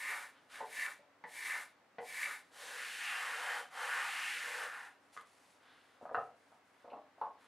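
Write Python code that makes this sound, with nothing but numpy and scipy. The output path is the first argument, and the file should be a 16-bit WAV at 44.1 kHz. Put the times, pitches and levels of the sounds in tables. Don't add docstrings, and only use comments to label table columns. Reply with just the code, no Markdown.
import sys
import numpy as np
from scipy import signal
from scipy.fft import rfft, irfft
from scipy.io import wavfile
from scipy.ndimage import uniform_filter1d

SR = 44100
rng = np.random.default_rng(int(sys.argv[2]) if len(sys.argv) > 2 else 0)


def master_out(mix):
    frames = np.transpose(np.atleast_2d(mix))
    ceiling = np.clip(frames, -1, 1)
    pcm = np.round(ceiling * 32767).astype(np.int16)
    wavfile.write(sys.argv[1], SR, pcm)


N = 329427
TIME = np.arange(N) / SR

# (frequency [Hz], density [dB per Hz])
FIZZ = [(100, -32), (300, -9.5), (1000, -9), (3500, 4.5), (4500, 3), (6000, 0), (8300, 1.5), (10500, -0.5),
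        (12500, -8), (15500, -21.5)]


def amp(db):
    return 10 ** (np.asarray(db) / 20)


def evened(x):
    return x / np.sqrt(np.mean(x ** 2) + 1e-20)


def read(points, hz):
    table_hz, value = np.transpose(points)
    return np.interp(np.log(hz + 1), np.log(table_hz + 1), value)


def curve(rows):
    return np.interp(TIME, *np.transpose(rows))


def add(mix, s, sound):
    part = mix[max(round(s * SR), 0):][:len(sound)]
    part += sound[:len(part)]


def colour(x, spectrum, size=4096):
    log_gain = np.log(amp(read(spectrum, np.abs(np.fft.fftfreq(size, 1 / SR)))))
    taps = np.fft.ifft(np.exp(np.conj(signal.hilbert(log_gain)))).real
    return signal.oaconvolve(x, taps[:size // 2])[:len(x)]


def resonances(x, modes, place=0, node_db=0):
    out = 0
    for k, (hz, width, db) in enumerate(modes):
        shape = np.cos(2 * np.pi * place * np.sqrt(hz / 1000))
        band = signal.lfilter(*signal.iirpeak(hz, hz / width, SR), x)
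        out = out + (-1) ** k * amp(db + node_db * shape) * band
    return out


def focus(x, hz, octaves, depth_db):
    f, t, z = signal.stft(x, SR, nperseg=512)
    away = np.log2((f[:, None] + 1) / np.interp(t, TIME, hz)) / octaves
    gain = amp(depth_db * np.exp(-away ** 2 / 2))
    power = np.mean(abs(z) ** 2, axis=1)
    power_gain = power @ gain ** 2 / power.sum()
    return signal.istft(z * gain / np.sqrt(power_gain), SR, nperseg=512)[1][:N]


def wander(rate_hz):
    lowpass = np.exp(-(np.fft.rfftfreq(N, 1 / SR) / rate_hz) ** 2)
    return evened(irfft(rfft(rng.standard_normal(N)) * lowpass, N))


def friction(grip, grain_db):
    return evened(rng.standard_normal(N) * amp(grain_db * grip))


def contact(start, end, attack_s, release_t60):
    rise = np.clip((TIME - start) / attack_s, 0, 1)
    return rise * amp(-60 * np.maximum(TIME - end, 0) / release_t60)


def swell(times, db, start_db, end_db):
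    away = np.interp(TIME, times, [-1, 0, 1])
    return amp(db - np.where(away < 0, start_db, end_db) * abs(away) ** 1.04)


def shop_air():
    # (frequency [Hz], relative density [dB per Hz])
    air = [(15, -80), (25, -52), (101, -19), (183, -9), (209, -9), (281, -3.5), (313, -8), (421, -7),
           (522, -5), (631, -4.5), (996, -5.5), (2010, -10), (3170, -19.5), (9810, -33), (15500, -40)]
    # (frequency [Hz], rms level [dB])
    hum_tones = [(78, -100.5), (100, -92.5), (283, -86)]
    air_db = -69.5
    hum = 0
    for hz, db in hum_tones:
        cycles = hz * TIME + 0.13 * wander(rate_hz=5.3)
        hum = hum + amp(db) * np.sqrt(2) * np.sin(2 * np.pi * cycles)
    return amp(air_db) * evened(colour(rng.standard_normal(N), air)) + hum


def soft_rubs():
    # (frequency [Hz], density [dB per Hz])
    dry_spectrum = [(500, -12), (2000, 8.5), (4000, 6), (7000, 3.5), (10500, 3), (13000, -10), (16000, -25)]
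    soft_spectrum = [(400, -21), (900, -3.5), (1500, 2.5), (2500, -6.5), (3500, -4.5), (5000, -16),
                     (9000, -49)]
    # (start [s], end [s], level [dB])
    dry_rubs = [(.29, .49, -83), (0.492, .585, -62), (2.42, 2.498, -78), (4.99, 5.12, -81),
                (5.114, 5.152, -63.5), (5.24, 5.553, -73.5), (5.6, 5.95, -79.5), (6.0, 6.038, -77.5),
                (6.11, 6.26, -78.5), (6.34, 6.56, -80.5), (6.633, 6.83, -82), (7.17, 7.26, -86),
                (7.38, 7.445, -76.5)]
    # (start [s], strongest [s], time from which it fades, may precede its start [s], level [dB])
    rustles = [(0.304, 0.373, 0.52, -68), (0.482, 0.56, 0.71, -54), (5.09, 5.165, 4.9, -66),
               (5.583, 5.71, 6.22, -65), (6.72, 6.81, 7.5, -77), (7.342, 7.42, 8.1, -72)]
    dry_noise = evened(colour(friction(wander(rate_hz=300), grain_db=1.5), dry_spectrum))
    soft_noise = evened(colour(rng.standard_normal(N), soft_spectrum))
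    rub_gains = [amp(db) * contact(start, end, attack_s=0.029, release_t60=0.32)
                 for start, end, db in dry_rubs]
    rub_gain = np.max(rub_gains, axis=0)
    rustle_gain = 0
    for *times, db in rustles:
        gate = contact(times[0], times[2], attack_s=0.044, release_t60=0.2)
        rustle_gain = rustle_gain + gate * swell(times, db, start_db=7, end_db=22)
    return rub_gain * dry_noise + rustle_gain * soft_noise


def knocks(rows, modes, spectrum, thud_t60, rattle, ring_db, damping, spot_db):
    t, out, ring = np.arange(SR * 3 // 5) / SR, np.zeros(N), 0
    for k, (hz, db, t60) in enumerate(modes):
        ring = ring + (-1) ** k * amp(db - 60 * damping * t / t60) * np.sin(2 * np.pi * hz * t)
    for s, db, hard_hz, note_hz in rows:
        chatter = rng.standard_normal(len(t)) * amp(-60 * t / thud_t60)
        push = signal.unit_impulse(len(t)) + rattle * chatter / np.linalg.norm(chatter)
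        thud = colour(push, spectrum)
        blow = thud / np.linalg.norm(thud) + amp(ring_db) * ring / np.linalg.norm(ring)
        blow = blow + resonances(blow, [(note_hz, note_hz / 5, spot_db)])
        blow = signal.lfilter(*signal.butter(3, hard_hz, fs=SR), blow)
        add(out, s, amp(db) * blow / (2 * np.std(blow[:SR // 100])))
    return signal.sosfilt(signal.butter(2, 85, "high", fs=SR, output="sos"), out)


def finger_taps():
    blows = [(5.051, -70, 11000, 8000), (5.166, -45, 2200, 676), (5.175, -41, 5970, 1910),
             (5.212, -51, 11000, 1190), (7.444, -61, 11000, 8000)]
    modes = [(475, -7, 0.25), (680, -14, .2), (1232, 6.5, 0.15), (1450, 7, 0.12), (2040, 3.5, 0.073),
             (2600, -14, .1)]
    push = [(150, -33), (480, -9), (700, -8), (920, -3), (1200, 10), (2100, -13), (3500, -12.5),
            (6000, -20), (11000, -11), (15000, -20)]
    return knocks(blows, modes, push, thud_t60=0.0078, rattle=1.2, ring_db=-5.0, damping=3.7, spot_db=-4)


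def screw_clinks():
    blows = [(6.146, -51, 5000, 2740), (6.902, -60, 4500, 2620)]
    modes = [(2670, 2, 0.19), (2730, -3, 0.14), (2910, -18, .2), (4160, 1, .15)]
    push = [(1200, -45), (2300, 3), (2800, 5.5), (3400, -8), (4200, -4.5), (8000, -32)]
    return knocks(blows, modes, push, thud_t60=0.098, rattle=1.6, ring_db=-6.0, damping=2.1, spot_db=1)


def handle_knocks():
    blows = [(6.878, -47.5, 785, 716), (6.917, -43.5, 840, 596), (6.932, -40, 1150, 760),
             (6.950, -43.5, 750, 277), (7.181, -54, 900, 750), (7.214, -29, 1590, 890),
             (7.266, -40.5, 1310, 890)]
    modes = [(490, -11, 0.36), (645, -19, 0.29), (777, -27, 0.51), (869, 3.5, 0.14), (960, -3, 0.11),
             (1006, -5, 0.44), (1080, -2.5, 0.76), (1140, -3, 0.66), (1330, -22, 0.37), (1516, -3, 0.32),
             (1825, -32, 0.14)]
    push = [(80, -48), (160, -26), (270, -12), (370, -18.5), (490, -1.5), (930, -2), (1500, -10),
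            (2000, -20), (4500, -13.5), (9000, -22)]
    return knocks(blows, modes, push, thud_t60=0.12, rattle=1.8, ring_db=-6.5, damping=2.5, spot_db=2.5)


def jaw_knocks():
    blows = [(6.012, -48.5, 700, 520), (6.028, -46.5, 815, 278), (6.054, -39.5, 1170, 830),
             (6.093, -41.5, 1410, 1010), (6.113, -37.5, 750, 505), (6.146, -26.5, 2100, 1270),
             (6.175, -30, 1180, 720), (6.519, -55.5, 1110, 770), (6.845, -48.5, 900, 286)]
    modes = [(149.5, -19, 0.55), (447, -14, 0.42), (487.4, -15, 0.45), (591, -8, 0.27), (675, 0, 0.38),
             (728.5, -2.5, 0.53), (877, -18, .37), (1030, -12, 0.38), (1210, 1, 0.29), (1270, -2, 0.43),
             (1320, -0.5, 0.32), (1408, -7, 0.33), (1610, -25, 0.24), (1730, -21, 0.28)]
    push = [(50, -28), (90, -15), (150, -15.5), (200, -16.5), (280, -8.5), (370, -12.5), (500, 1.5),
            (750, 3), (1100, -6), (1800, -2.5), (2200, -26), (9000, -30)]
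    return knocks(blows, modes, push, thud_t60=0.085, rattle=1.6, ring_db=-3.5, damping=1.57, spot_db=1.0)


def set_downs():
    blows = [(.605, -35.5, 1740, 915), (.626, -44, 900, 467), (.992, -56, 780, 580),
             (1.239, -40.5, 3500, 1740), (1.984, -38, 3320, 776), (2.005, -40, 1020, 490)]
    modes = [(469, -8.5, 0.25), (586, 0, 0.23), (738, 0.5, 0.27), (869.6, 7, 0.31), (1854, -3, 0.31),
             (1954, 3.5, 0.16), (2120, -10, 0.12), (2820, -13, 0.068)]
    push = [(70, -22), (140, -13.5), (360, -13), (470, 2), (650, -2.5), (930, 1), (1320, -17), (1850, -4),
            (2500, -16), (9000, -26)]
    return knocks(blows, modes, push, thud_t60=0.078, rattle=3.8, ring_db=-5.5, damping=1.07, spot_db=5)


def sander():
    # (start [s], end [s], grit hiss [dB], body of the wood [dB], hollow boom [dB]), before place and pressure
    passes = [(2.507, 3.593, -53, -1, -57), (3.702, 4.639, -52, 1.5, -57), (4.63, 4.863, -64, -4, -83)]
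    # (time [s], distance from the free end [m])
    travel = [(2.5, 0.85), (2.75, 0.86), (3.0, 0.63), (3.12, 0.39), (3.42, 0.083), (3.7, .03), (3.88, 0.1),
              (4.32, .62), (4.45, 0.84), (4.85, 1.17)]
    # (time [s], pressure [dB])
    press = [(2.63, -11.5), (2.81, -2.5), (2.96, -5), (3.08, 3), (3.33, -0.5), (3.52, 3.5), (3.7, -5),
             (3.95, 2), (4.11, -2.5), (4.32, 0), (4.42, -3.5), (4.76, -2.5), (4.88, -8)]
    # (frequency [Hz], width [Hz], relative level [dB])
    block_modes = [(1372, 95, 4.5), (1587, 130, 3.5), (1774, 99, 5), (2076, 380, -1.5), (2520, 180, -0.5),
                   (2760, 210, 1), (3420, 1550, -8.5)]
    bench_modes = [(756, 69, -2), (832, 39, 0.5), (942, 72, 1), (1050, 216, 1), (1207, 263, 1.5)]
    boom_modes = [(315, 35, -22.5), (462, 42, -0.5), (511, 46, 2), (599, 50, -1.5)]
    # (frequency [Hz], width [Hz], level before the place gain [dB])
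    rail_sing = [(3086, 46, 5)]
    vise_m, vise_reach_m = 0.56, 0.3
    free_ring_hz, held_ring_hz = 1607, 2226
    half_wave_m = 0.287
    drone_hz, drone_hz_per_m_s = 640, 438
    dead_m, dead_reach_m, dead_db = 0.7, 0.17, 8.8

    metres, press_db = curve(travel), curve(press)
    held = np.exp(-((metres - vise_m) / vise_reach_m) ** 2)
    ring_hz = free_ring_hz + (held_ring_hz - free_ring_hz) * held
    place = metres / half_wave_m
    speed = abs(uniform_filter1d(np.gradient(metres) * SR, size=SR // 6))
    grip = wander(rate_hz=600)

    hiss = evened(colour(friction(grip, grain_db=0.8), FIZZ))
    hiss = hiss + amp(8.5 - 21 * metres) * resonances(hiss, rail_sing)
    hiss = focus(hiss, 2.0 * ring_hz, octaves=0.29, depth_db=1.5)
    hiss = amp(0.18 * press_db + 1.7 * held) * hiss

    ring = resonances(friction(grip, grain_db=0.5), block_modes, place, node_db=0.5)
    ring = evened(colour(ring, [(900, -33.5), (1400, -1.0), (3800, 2.5), (6500, -22.5)]))
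    ring = focus(ring, ring_hz, octaves=0.73, depth_db=25.5)

    drone = resonances(friction(grip, grain_db=0.4), bench_modes, place, node_db=1.5)
    drone = evened(colour(drone, [(350, -10.0), (700, 1), (1350, 1.5), (3000, -30)]))
    drone = focus(drone, drone_hz + drone_hz_per_m_s * speed, octaves=0.53, depth_db=7)
    dead = np.exp(-((metres - dead_m) / dead_reach_m) ** 2)
    drone_db = 0.3 * press_db - 47.0 - 4.1 * metres - dead_db * dead

    boom = resonances(friction(grip, grain_db=2.5), boom_modes)
    boom = evened(colour(boom, [(100, -10), (300, -10), (650, -8.5), (2000, -27)]))
    boom = amp(3.5 * metres - 21 * held) * boom

    body = amp(press_db - 42.5) * ring + amp(drone_db) * drone
    out = 0
    for start, end, hiss_db, body_db, boom_db in passes:
        layers = amp(hiss_db) * hiss + amp(body_db) * body + amp(boom_db) * boom
        out = out + contact(start, end, attack_s=0.12, release_t60=0.3) * layers
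    return out


def scraper():
    # (touches [s], presses hardest [s], lifts [s], level [dB],
    # centre of the ring at the hardest push [Hz], extra ring of the wood [dB])
    strokes = [(-.15, 0.08, 0.26, -.5, 1990, 2), (0.465, 0.564, 0.66, -13, 1610, 6),
               (0.641, 0.831, 0.92, 0, 1930, -0.5), (1.257, 1.504, 1.633, 0.5, 2000, 1),
               (1.998, 2.24, 2.368, 0.5, 2030, -0.5)]
    # (time [s], level before a 2 dB cut [dB])
    catches = [(0.7692, -33), (0.7947, -33), (0.835, -34), (0.8618, -28.5), (2.167, -36), (2.2296, -27.5),
               (2.2569, -30)]
    # (frequency [Hz], width [Hz], relative level [dB])
    blade_modes = [(1760, 90, 2), (2037, 210, -1.5), (2150, 154, 0.5), (2321, 77, 1), (2660, 230, -7),
                   (2970, 470, -18), (3670, 83, -15), (3920, 74, -17.5)]
    wood_modes = [(294, 78, -19), (440, 39, -10), (567, 26, -4.5), (737, 112, -5), (830, 137, -2.5),
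                  (1010, 130, -4), (1200, 63, -2), (1507, 117, -1.5)]
    # (frequency [Hz], extra level [dB])
    steel_tilt = [(3000, 0.5), (5500, -0.5), (9000, 2.5), (14000, 5)]
    bite_s, lift_t60 = 0.1, 0.21
    ring_sag = 0.032
    wood_lag_s = 0.05
    wood_glide = (680, 1200, 1440)
    # dB at the hardest push before the stroke's level, dB less at the start, dB less at the end
    cut_fizz, cut_blade, cut_wood = (-50.5, 8.5, 8), (-39.5, 23.3, 13.9), (-49, 25, 7.4)

    grip = evened(wander(rate_hz=200) + wander(rate_hz=37))
    fizz = evened(colour(colour(friction(grip, grain_db=1.2), FIZZ), steel_tilt))
    tearing = friction(grip, grain_db=0.5)
    blade = resonances(tearing, blade_modes)
    blade = evened(colour(blade, [(500, -17.5), (1500, -12.5), (4000, -12.0), (7000, -27)]))
    wood = resonances(tearing, wood_modes)
    wood = evened(colour(wood, [(100, -4), (300, -3.5), (1600, -3.5), (4000, -24)]))

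    ring_hz, wood_hz, gains = np.zeros(N), np.zeros(N), np.zeros((3, N))
    for start, peak, end, db, hz, wood_db in strokes:
        times = [start, peak, end]
        later = [start, min(peak + wood_lag_s, end), end]
        gate = amp(db) * contact(start, end, bite_s, lift_t60)
        wood_gain = amp(wood_db) * swell(later, *cut_wood)
        gains += gate * np.array([swell(times, *cut_fizz), swell(times, *cut_blade), wood_gain])
        begun = TIME >= start
        wood_hz = np.where(begun, np.interp(TIME, times, wood_glide), wood_hz)
        sinking_hz = hz * (1 + ring_sag * np.interp(TIME, times, [1, 0, -1]))
        ring_hz = np.where(begun, sinking_hz, ring_hz)
    blade = focus(blade, ring_hz, octaves=0.17, depth_db=8.5)
    wood = focus(wood, 1150 * (ring_hz / 1920) ** 4, octaves=1.0, depth_db=7.5)
    wood = focus(wood, wood_hz, octaves=0.14, depth_db=5)
    out = (gains * [fizz, blade, wood]).sum(0)

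    snap = resonances(signal.unit_impulse(SR // 10), blade_modes)
    for s, db in catches:
        add(out, s, amp(db - 2.0) * snap / abs(snap).max())
    return out


def reverberate(x, size=20):
    # (frequency [Hz], t60 [s])
    shop = [(100, 0.37), (500, 0.4), (1500, 0.23), (4000, 0.44), (12000, 0.05)]
    taps, at = np.zeros(SR), np.arange(SR // 250, SR - size, size)
    taps[at + rng.integers(0, size, len(at))] = rng.choice([-1., 1.], len(at))
    hz, t, z = signal.stft(taps, SR, nperseg=256)
    t60 = read(shop, hz)[:, None]
    tail = signal.istft(z * amp(-60 * t / t60) / np.sqrt(t60), SR, nperseg=256)[1]
    return signal.fftconvolve(x, tail / np.linalg.norm(tail))[:N]


def scene():
    # (frequency [Hz], side gain [dB])
    width = [(70, -28), (500, -24), (1500, -34.5), (3000, -25.5), (5000, -25), (9000, -11), (14000, -5)]
    # (frequency [Hz], left minus right [dB])
    lean = [(100, 0.59), (350, 1.5), (1400, .2), (5000, 0.28), (9000, 1.4), (14000, 2.1)]
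    # (frequency [Hz],
    # relative density [dB per Hz])
    side_noise = [(50, -25), (150, -11), (400, -0.5), (1000, 3.5), (2000, -2.5), (5000, -11.5), (10000, -20),
                  (15000, -30)]
    side_noise_db = -77
    blows = finger_taps() + screw_clinks() + handle_knocks() + jaw_knocks() + set_downs()
    rubs = soft_rubs() + sander() + scraper()
    dry = shop_air() + blows + rubs
    mid = dry + reverberate(amp(-11.5) * rubs + amp(-3.5) * blows)
    side = colour(reverberate(dry), width)
    side = side + amp(side_noise_db) * evened(colour(rng.standard_normal(N), side_noise))
    half_lean = np.array(lean) * [1, 0.5]
    left = colour(mid + side, half_lean)
    right = colour(mid - side, half_lean * [1, -1])
    return np.array([left, right])


def record(dry):
    lowpass = signal.firwin(801, 15740, window=("kaiser", 9), fs=SR)
    return signal.oaconvolve(dry, lowpass[None], "same")


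dry = scene()
out = record(dry)
master_out(out)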